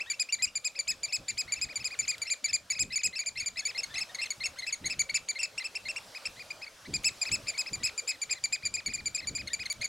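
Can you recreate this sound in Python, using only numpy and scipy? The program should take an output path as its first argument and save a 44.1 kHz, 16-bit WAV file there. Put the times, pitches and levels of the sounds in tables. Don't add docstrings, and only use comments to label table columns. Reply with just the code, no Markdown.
import sys
import numpy as np
from scipy import signal
from scipy.io import wavfile
from scipy.ndimage import uniform_filter1d

SR = 44100
rng = np.random.default_rng(int(sys.argv[2]) if len(sys.argv) > 2 else 0)


def materialize(psi):
    bounded = np.clip(np.atleast_2d(psi).T, -1, 1)
    quanta = np.round(bounded * 32767).astype(np.int16)
    wavfile.write(sys.argv[1], SR, quanta)


N = 435708


def gain_of(db):
    return 10 ** (np.asarray(db) / 20)


def unit_rms(x):
    return x / np.sqrt(np.mean(x ** 2) + 1e-20)


def curve_at(points, hz):
    f, value = np.transpose(points)
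    return np.interp(np.log(hz + 1), np.log(f + 1), value)


def add(mix, s, sound):
    start = round(s * SR)
    sound = sound[max(-start, 0):]
    part = mix[max(start, 0):][:len(sound)]
    part += sound[:len(part)]


def step(x, width):
    return .5 + .5 * np.tanh(x / (2 * width))


def waver(t, hz):
    rates, phases = rng.random((2, 12, 1))
    return np.sin(2 * np.pi * (hz * rates * t + phases)).sum(0) / np.sqrt(6)


def frame_grid():
    return np.arange(N // 256 + 5) * 256 / SR, np.fft.rfftfreq(1024, 1 / SR)


def stereo_noise(field_db, correlation):
    left, other = rng.standard_normal((2, *field_db.shape)) + 1j * rng.standard_normal((2, *field_db.shape))
    right = correlation * left + np.sqrt(1 - correlation ** 2) * other
    spectra = np.array([left, right]) * gain_of(field_db)
    return signal.istft(spectra.transpose(0, 2, 1), nperseg=1024, noverlap=768)[1][:, :N]


# time in seconds, relative level in dB.
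SEA_SWELL = [(0.0, -61), (0.52, -64.5), (2.06, -58), (2.47, -63), (3.36, -64.5), (3.88, -56.5),
             (5.34, -61.5), (6.19, -55.5), (6.71, -60), (7.26, -55), (8.72, -62), (9.88, -60)]
# frequency in Hz, relative spectral density in dB.
SEA_SPECTRUM = [(30, -23), (70, -57), (200, -7), (400, -4.5), (590, 4.5), (790, -1.5), (1300, 0.5),
                (2000, -4.5), (3300, -3.5), (5000, -3), (8000, -9), (11000, -13.5), (15500, -22)]
# frequency in Hz, left-right correlation from 0 to 1.
SEA_COHERENCE = [(100, 0.84), (600, 0.93), (2000, 0.79), (6000, 0.94), (13000, 0.34)]


def sea(lift_db=5.5, fizz_db=1.64, lap_db=4.0, swell_depth=.94):
    t, hz = frame_grid()
    swell_db = np.interp(t, *np.transpose(SEA_SWELL))
    fizz, lap = rng.standard_normal((2, len(t), len(hz)))
    fizz = unit_rms(uniform_filter1d(uniform_filter1d(fizz, size=12, axis=0), size=12, axis=1))
    lap = unit_rms(uniform_filter1d(uniform_filter1d(lap, size=8, axis=0), size=2, axis=1))
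    texture_db = fizz_db * fizz + lap_db * lap * step(900 - hz, 220)
    field_db = curve_at(SEA_SPECTRUM, hz) + swell_depth * swell_db[:, None] + texture_db
    wash = unit_rms(stereo_noise(field_db, curve_at(SEA_COHERENCE, hz)))
    return gain_of(swell_db.mean() + lift_db) * wash


# start in seconds, level in dB, decay time in seconds.
PUFFS = [(.87, -59, 0.14), (1.19, -47.5, 0.042), (1.297, -61, 0.22), (1.57, -51.5, .11), (1.775, -56, .12),
         (1.98, -54, 0.12), (2.72, -59, .1), (2.8, -46, 0.083), (3.054, -52, 0.057), (3.274, -62, 1),
         (3.885, -52.5, 0.11), (4.42, -57.5, .15), (4.804, -49.5, 0.21), (5.786, -59, 0.19),
         (6.278, -57, .07), (6.881, -42.5, 0.12), (7.304, -43.5, 0.11), (7.718, -43, 0.1),
         (8.243, -63, 0.22), (8.638, -53.5, 0.14), (8.86, -53, 0.5), (9.268, -46.5, .24),
         (9.785, -51.5, 0.12)]
# frequency in Hz, relative spectral density in dB.
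WIND_SPECTRUM = [(16, -16), (28, -7), (48, -7.5), (78, 1), (150, -5), (230, -5.5), (350, -10.5),
                 (480, -13.5), (750, -28.5)]


def wind(calm_db=-69.5, eddy_db=3.5, lumpy_db=3.0, onset_s=.0063, brighten=.16):
    t, hz = frame_grid()
    power = gain_of(calm_db + eddy_db * waver(t, 4)) ** 2
    for start, db, decay_s in PUFFS:
        decay = np.exp(-(np.maximum(t - start, 0) / decay_s) ** 1.12)
        power += (gain_of(db) * step(t - start, onset_s) * decay) ** 2
    strength_db = 10 * np.log10(power / power.max())[:, None]
    tilt_db = brighten * strength_db * np.log2(np.clip(hz, 130, 900) / 130)
    field_db = curve_at(WIND_SPECTRUM, hz) + tilt_db - 60 * step(hz - 1100, 87)
    seconds = np.arange(N) / SR
    lumps = unit_rms(gain_of(lumpy_db * waver(seconds, 22)))
    envelope = np.interp(seconds, t, np.sqrt(power)) * lumps
    return envelope * unit_rms(stereo_noise(field_db, correlation=.99))


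# start in seconds, level in dB, centre in Hz, decay time in seconds.
GRASS_TICKS = [(1.7445, -49, 4500, .002), (2.1813, -38.5, 4200, 0.0028), (7.035, -41, 7800, 0.0023),
               (9.727, -29, 8900, 0.00099)]


def grass(rustle_db=-62):
    t, out = np.arange(600) / SR, np.zeros(N)
    tiny = [(when * N / SR, rustle_db + 8 * size, 4000 + 7000 * height, .001)
            for when, size, height in rng.random((130, 3))]
    for start, db, hz, decay_s in GRASS_TICKS + tiny:
        band = signal.butter(1, [.7 * hz, min(1.3 * hz, 16000)], "bandpass", fs=SR, output="sos")
        burst = unit_rms(signal.sosfilt(band, rng.standard_normal(len(t))))
        add(out, start, gain_of(db) * np.exp(-t / decay_s) * burst)
    return out


# frequency in Hz, relative gain in dB.
THROAT_RESPONSE = [(1500, -7), (2100, -0.5), (2600, 0.5), (3300, -7), (4200, -8.5), (5100, -7), (5900, -6),
                   (6600, 12.5), (7200, 11), (8300, 4), (15000, -28)]
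# frequency in Hz, gain in dB.
BILL_RESPONSE = [(8300, -14), (9400, -15), (10200, -14), (11100, -18.5), (11700, -34), (12300, -32),
                 (12800, -22), (13400, -39), (14200, -41), (15300, -28)]


def bird_call(top_hz, rise, fall, bend, db, second_db, third_db,
              rasp_db=-28, slide_db=-10, flutter_db=-17, lift_db=1, flank_db=-3):
    t = np.arange(-2205, 2205) / SR
    reach = np.clip(t / np.where(t < 0, max(rise, .012), fall), -1.2, 1.2)
    parabola = (t / .02) ** 2
    sag = bend * parabola * (.65 + .35 * reach ** 2) * np.where(t < 0, min(rise / .012, 1) ** 2, 1)
    slide = np.clip(1 + 55 * np.minimum(t + rise, 0), .6, 1)
    pitch = top_hz * np.clip(1 - sag, .55, 1) * slide
    jitter = .0038 * waver(t, 487)
    cycles = np.cumsum(pitch * (1 + jitter)) / SR
    mellow = step(-third_db - 8, 3)
    attack_s = .00016 * (min(rise / .014, 1.3) ** 2 + 2 * mellow)
    voiced = step(t + rise, attack_s) * step(fall - t, .0024)
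    edges = gain_of(slide_db) * step(t + rise + .005, .001) * step(fall + .004 - t, .001) * (1 - voiced)
    harsh = step(2230 - top_hz, 15) * step(.007 - rise, .001)
    rough = gain_of(rasp_db) + gain_of(flutter_db) * reach ** 4 + gain_of(-17) * harsh
    swell_db = lift_db + flank_db * np.minimum(parabola, 1)
    bright_db = max(third_db, (second_db + third_db) / 2)
    hiss = voiced * gain_of(bright_db - 36) * rng.standard_normal(len(t))
    tone = np.zeros(len(t))
    for k, level_db in enumerate([0, second_db, third_db] + 3 * [bright_db], start=1):
        gate = voiced + edges * {1: .6, 2: 1}.get(k, .15)
        if k <= 3:
            filter_db = curve_at(THROAT_RESPONSE, k * pitch) - curve_at(THROAT_RESPONSE, k * top_hz)
        else:
            filter_db = curve_at(BILL_RESPONSE, k * pitch)
        shimmer_db = 2.04 * waver(t, 134)
        tension = (pitch / top_hz) ** (.5 * k)
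        gain = gain_of(level_db + swell_db + filter_db + shimmer_db) * tension
        tone += gate * gain * np.sin(2 * np.pi * k * cycles + rough * waver(t, 711.5))
    return np.sqrt(2) * gain_of(db) * (1 + rough * waver(t, 696)) * (tone + hiss)


# time of the top in seconds, length in seconds, top pitch in Hz,
# relative level of the fundamental in dB.
PEEP_NOTES = [(0.02, 0.037, 2653, -35), (0.147, 0.017, 2720, -43.5), (0.304, 0.018, 2820, -41.5),
              (0.485, 0.019, 2860, -44.5), (1.308, 0.0149, 2700, -46), (4.578, .025, 1585, -54),
              (6.866, 0.021, 2060, -48)]


def peeps(fall=.00239):
    for top_s, length, top_hz, db in PEEP_NOTES:
        yield top_s, bird_call(top_hz, length - fall, fall, bend=.4, db=db, second_db=-8, third_db=-20)


# time of the top in seconds, length in seconds,
# top pitch in Hz, relative level of the fundamental in dB.
ARCH_NOTES = [(0.088, 0.062, 1914, -51.5), (.404, 0.029, 2075, -46), (.771, .034, 2600, -45.5),
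              (0.922, 0.033, 1900, -53.5), (1.098, 0.041, 2700, -50), (1.302, .036, 2150, -46.5),
              (1.496, 0.038, 2240, -48.5), (1.576, 0.038, 2670, -46.5), (1.711, 0.048, 2494, -47.5),
              (1.812, 0.038, 2630, -48), (1.927, 0.048, 2490, -43.5), (2.037, 0.042, 2640, -45.5),
              (2.133, 0.041, 2417, -42.5), (2.769, 0.041, 2540, -43), (2.998, 0.04, 2570, -42.5),
              (3.22, 0.037, 2443, -43), (3.428, 0.035, 2456, -43), (3.637, .022, 1744, -54.5),
              (3.692, 0.044, 2615, -42), (3.92, .032, 1810, -53.5), (3.97, 0.039, 2690, -41),
              (4.104, 0.017, 1870, -51), (4.219, 0.046, 2650, -47), (4.688, 0.048, 2620, -45),
              (4.924, 0.036, 2630, -43.5), (5.106, 0.015, 2280, -33.5), (5.162, 0.031, 2677, -34.5),
              (5.43, .025, 2685, -43.5), (5.445, 0.025, 2657, -36.5), (5.59, 0.017, 2786, -34),
              (5.765, 0.021, 2720, -37), (5.975, .024, 2780, -38.5), (6.165, 0.032, 2556, -43),
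              (6.266, 0.017, 2700, -35), (6.41, 0.033, 2480, -45.5), (6.515, 0.012, 2460, -37.5),
              (6.634, 0.032, 2600, -45.5), (6.677, .018, 2280, -47), (6.868, 0.013, 2310, -53.5),
              (7.274, .045, 2606, -40), (7.485, .026, 2635, -41), (7.555, 0.034, 2280, -47.5),
              (7.678, 0.031, 2620, -42.5), (7.878, 0.039, 2680, -41.5), (8.106, 0.031, 2582, -38),
              (8.142, 0.036, 2120, -53), (8.314, .035, 2602, -41), (8.37, 0.039, 2080, -52),
              (8.544, 0.036, 2553, -38.5), (8.645, 0.04, 2464, -45.5), (8.786, 0.038, 2530, -42.5),
              (8.907, .043, 2500, -44.5), (8.992, 0.032, 2420, -44.5), (9.192, 0.032, 2610, -41.5),
              (9.234, 0.034, 2110, -48.5), (9.4, 0.039, 2544, -42), (9.519, 0.035, 1910, -50),
              (9.614, 0.042, 2535, -40.5), (9.836, .031, 2460, -39)]
# top pitch in Hz, level over the fundamental in dB.
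ARCH_SECOND_HARMONIC = [(2000, -3), (2450, -5.5), (2640, 1), (2800, -4.5)]
ARCH_DB, BRIGHTEN = -38.5, 1.2


def mellow_arches(typical_s=.036, typical_hz=2610):
    for top_s, length, top_hz, db in ARCH_NOTES:
        rise = .018 + .35 * (length - typical_s)
        bend = .33 * (typical_s / length) ** .762 * (top_hz / typical_hz) ** 2.2
        second_db = curve_at(ARCH_SECOND_HARMONIC, top_hz)
        third_db = min(-12.5 + BRIGHTEN * (db - ARCH_DB), -11)
        yield top_s, bird_call(top_hz, rise, length - rise, bend, db, second_db, third_db,
                               rasp_db=-33.5, flank_db=-.5, lift_db=1.26)


# start in
# seconds, length in seconds, top pitch in Hz, relative level in dB, third harmonic over second in dB.
PIP_NOTES = [(0.1, 0.025, 2370, -29, 3), (0.197, 0.031, 2518, -26.5, -4), (0.325, 0.025, 2367, -26, 1.5),
             (0.423, 0.032, 2540, -25, 1), (0.555, 0.025, 2404, -30.5, 2),
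             (0.646, 0.035, 2520, -29.5, -0.5), (0.79, 0.02, 2347, -29.0, 2),
             (0.878, 0.042, 2584, -28.5, -4.5), (1.033, 0.027, 2390, -30.5, 1.5),
             (1.125, 0.043, 2594, -29, -5), (1.283, 0.028, 2405, -31, 2.5), (1.377, 0.042, 2553, -30, -5),
             (1.522, 0.021, 2370, -28, 4.5), (1.614, 0.036, 2532, -31, -4), (1.757, 0.02, 2350, -31.5, 4),
             (1.844, 0.036, 2515, -30.5, -4), (1.99, 0.022, 2352, -28, 10), (2.079, 0.038, 2490, -28.5, 0),
             (2.218, 0.018, 2330, -29, 3), (2.301, 0.039, 2422, -29.0, 2.5), (2.443, 0.021, 2330, -27.5, 4),
             (2.531, 0.034, 2443, -26.0, 0), (2.702, 0.022, 2310, -28.5, 7.5), (2.792, 0.041, 2550, -28, 2),
             (2.958, 0.022, 2326, -28, 6), (3.034, 0.041, 2565, -27, 0.5), (3.191, 0.022, 2300, -32, 1.5),
             (3.261, 0.033, 2420, -31, 3), (3.399, 0.022, 2255, -33, 0.5), (3.46, 0.027, 2390, -31, 3.5),
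             (3.593, 0.018, 2230, -34.5, 1), (3.653, 0.025, 2330, -30, 4.5),
             (3.833, 0.016, 2207, -33.5, 1.5), (3.981, 0.021, 2186, -34, 4),
             (4.147, 0.012, 2204, -34.5, 0.5), (4.305, 0.018, 2262, -31, 3.5),
             (4.458, 0.016, 2247, -31.5, 4), (4.586, 0.022, 2170, -37.5, -3.5),
             (4.725, 0.023, 2247, -31, 6.5), (4.857, 0.025, 2238, -31.5, 6), (4.993, 0.029, 2333, -25, 6),
             (5.143, 0.029, 2384, -27.5, 6.5), (5.287, 0.028, 2344, -30, 1), (5.431, 0.01, 2370, -29.5, 5),
             (6.939, 0.03, 2480, -29, -1.5), (7.044, 0.047, 2646, -25, -3.5), (7.215, 0.022, 2454, -28, 0),
             (7.316, 0.043, 2642, -27.5, -3.5), (7.483, 0.025, 2430, -30, 1.5),
             (7.578, 0.041, 2567, -29, -6), (7.732, 0.026, 2404, -32.5, 0.5),
             (7.833, 0.043, 2570, -28, -4.5), (7.978, 0.024, 2415, -31, 3), (8.076, 0.037, 2558, -30, -1),
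             (8.217, 0.022, 2357, -30, 5), (8.309, 0.028, 2480, -29, 2), (8.439, 0.019, 2362, -26, 2.5),
             (8.526, 0.025, 2475, -29.5, 0), (8.653, 0.024, 2380, -29, 1.5),
             (8.74, 0.024, 2466, -31.0, 2.5), (8.861, 0.021, 2290, -30, -1),
             (8.936, 0.025, 2440, -31.5, 5.5), (9.058, 0.025, 2376, -30, 2.5), (9.148, 0.019, 2465, -30, 3),
             (9.272, 0.024, 2350, -32, 1), (9.351, 0.025, 2430, -32.5, 2), (9.533, 0.017, 2377, -28, 4),
             (9.7, 0.025, 2318, -31, 2.5), (9.844, 0.018, 2290, -32, 3)]
# top pitch in Hz, level over the fundamental in dB.
PIP_UPPER_HARMONICS = [(2200, 5.5), (2350, 7), (2550, 6.5), (2650, 4.5)]


def shrill_pips(short_s=.016, typical_hz=2358, trim_db=-.74):
    for start, length, top_hz, db, shrill_db in PIP_NOTES:
        extra_s = length - short_s
        rise = .005 + .6 * extra_s
        bend = .21 - .0002225 * (top_hz - typical_hz)
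        upper_db = curve_at(PIP_UPPER_HARMONICS, top_hz)
        first_db = db + trim_db - 10 * np.log10(1 + gain_of(upper_db) ** 2)
        second_db = upper_db - 10 * np.log10(1 + gain_of(shrill_db) ** 2)
        third_db = second_db + shrill_db
        yield start + rise, bird_call(top_hz, rise, length - rise, bend, first_db, second_db, third_db,
                                      slide_db=-15 + 300 * extra_s, flank_db=-4.5, lift_db=1.33)


def far_birds(level_db=-55):
    out = np.zeros(N)
    for when, height, length, distance in rng.random((8, 4)):
        pip = bird_call(1800 + 800 * height, rise=.012 + .012 * length, fall=.014, bend=.25,
                        db=level_db - 5 * distance, second_db=-2, third_db=-14)
        add(out, when * N / SR, pip)
    return out


# time of the high note's top in seconds, lead of the low note in seconds, then
# the high note's top pitch in Hz, relative level in dB and second harmonic over fundamental in dB.
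YODEL_NOTES = [(2.283, 0.018, 2710, -43.5, 3), (2.498, 0.025, 2640, -42.5, 3.5),
               (2.731, 0.018, 2614, -42, 2), (2.938, 0.021, 2643, -41, 4.5), (3.171, .029, 2680, -40, 3),
               (3.388, 0.018, 2720, -40, 1.5), (3.586, 0.014, 2632, -41, 2.5),
               (3.792, 0.031, 2720, -37.5, 3.5), (4.019, 0.04, 2647, -38.5, 3),
               (4.231, 0.032, 2720, -34.5, -3), (4.452, 0.034, 2730, -35, -1.5),
               (4.682, 0.046, 2657, -37.5, -2.5), (4.914, 0.058, 2650, -35.5, -2),
               (5.404, 0.036, 2750, -37, -4), (5.658, 0.045, 2666, -37, -2), (5.9, 0.034, 2737, -37, -3.5)]


def yodels(low_ratio=.785):
    for top_s, lead_s, top_hz, db, second_db in YODEL_NOTES:
        yield top_s - lead_s, bird_call(low_ratio * top_hz, rise=.0125, fall=.0125, bend=.24,
                                        db=db - 5, second_db=-1, third_db=-21)
        third_db = -10 + BRIGHTEN * min(db - ARCH_DB, 0)
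        yield top_s, bird_call(top_hz, rise=.016, fall=.016, bend=.28, db=db, second_db=second_db,
                               third_db=third_db, flank_db=-8, lift_db=1.66, flutter_db=-11)


# time of the top in seconds, top pitch in Hz, relative level in dB.
CHIP_NOTES = [(3.946, 2055, -42), (4.261, 2115, -43), (9.478, 2160, -40.5), (9.661, 2130, -41),
              (9.818, 2173, -38)]


def chips():
    for top_s, top_hz, db in CHIP_NOTES:
        yield top_s, bird_call(top_hz, rise=.004, fall=.01, bend=.63, db=db, second_db=1, third_db=-4)


# frequency in Hz, time to decay by 60 dB in seconds.
SLOPE_DECAY = [(1500, 0.033), (2500, 0.15), (5000, 0.078), (8000, 0.088), (14000, 0.013)]


def shore_echo(calls, near_db=-21, near_decay_s=.022, far_db=-27):
    t = np.arange(SR // 2) / SR
    taps = rng.standard_normal((2, len(t))) * (rng.random((2, len(t))) < .03)
    taps = taps + .49 * taps[::-1]
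    hz, frame_s, spectra = signal.stft(taps, SR, nperseg=256)
    decay = gain_of(-60 * frame_s / curve_at(SLOPE_DECAY, hz)[:, None])
    tail = signal.istft(spectra * decay, SR, nperseg=256)[1][:, :len(t)]
    near = taps * np.exp(-t / near_decay_s) * step(t - .003, .00085)
    far = tail * step(t - .015, .0081)
    response = gain_of(near_db) * near / np.linalg.norm(near[0])
    response += gain_of(far_db) * far / np.linalg.norm(far[0])
    return signal.fftconvolve(calls[None], response, axes=1)[:, :N]


def scene():
    notes = [*shrill_pips(), *mellow_arches(), *chips(), *peeps(), *yodels()]
    calls = far_birds()
    for top_s, sound in notes:
        add(calls, top_s - len(sound) / 2 / SR, sound)
    direct = calls * gain_of([[.7], [-.7]])
    return direct + shore_echo(calls) + sea() + wind() + grass()


def record(dry, cutoff_hz=16050):
    lowpass = signal.firwin(511, cutoff_hz, window=("kaiser", 9), fs=SR)
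    return signal.oaconvolve(dry, lowpass[None], "same")


dry = scene()
out = record(dry)
materialize(out)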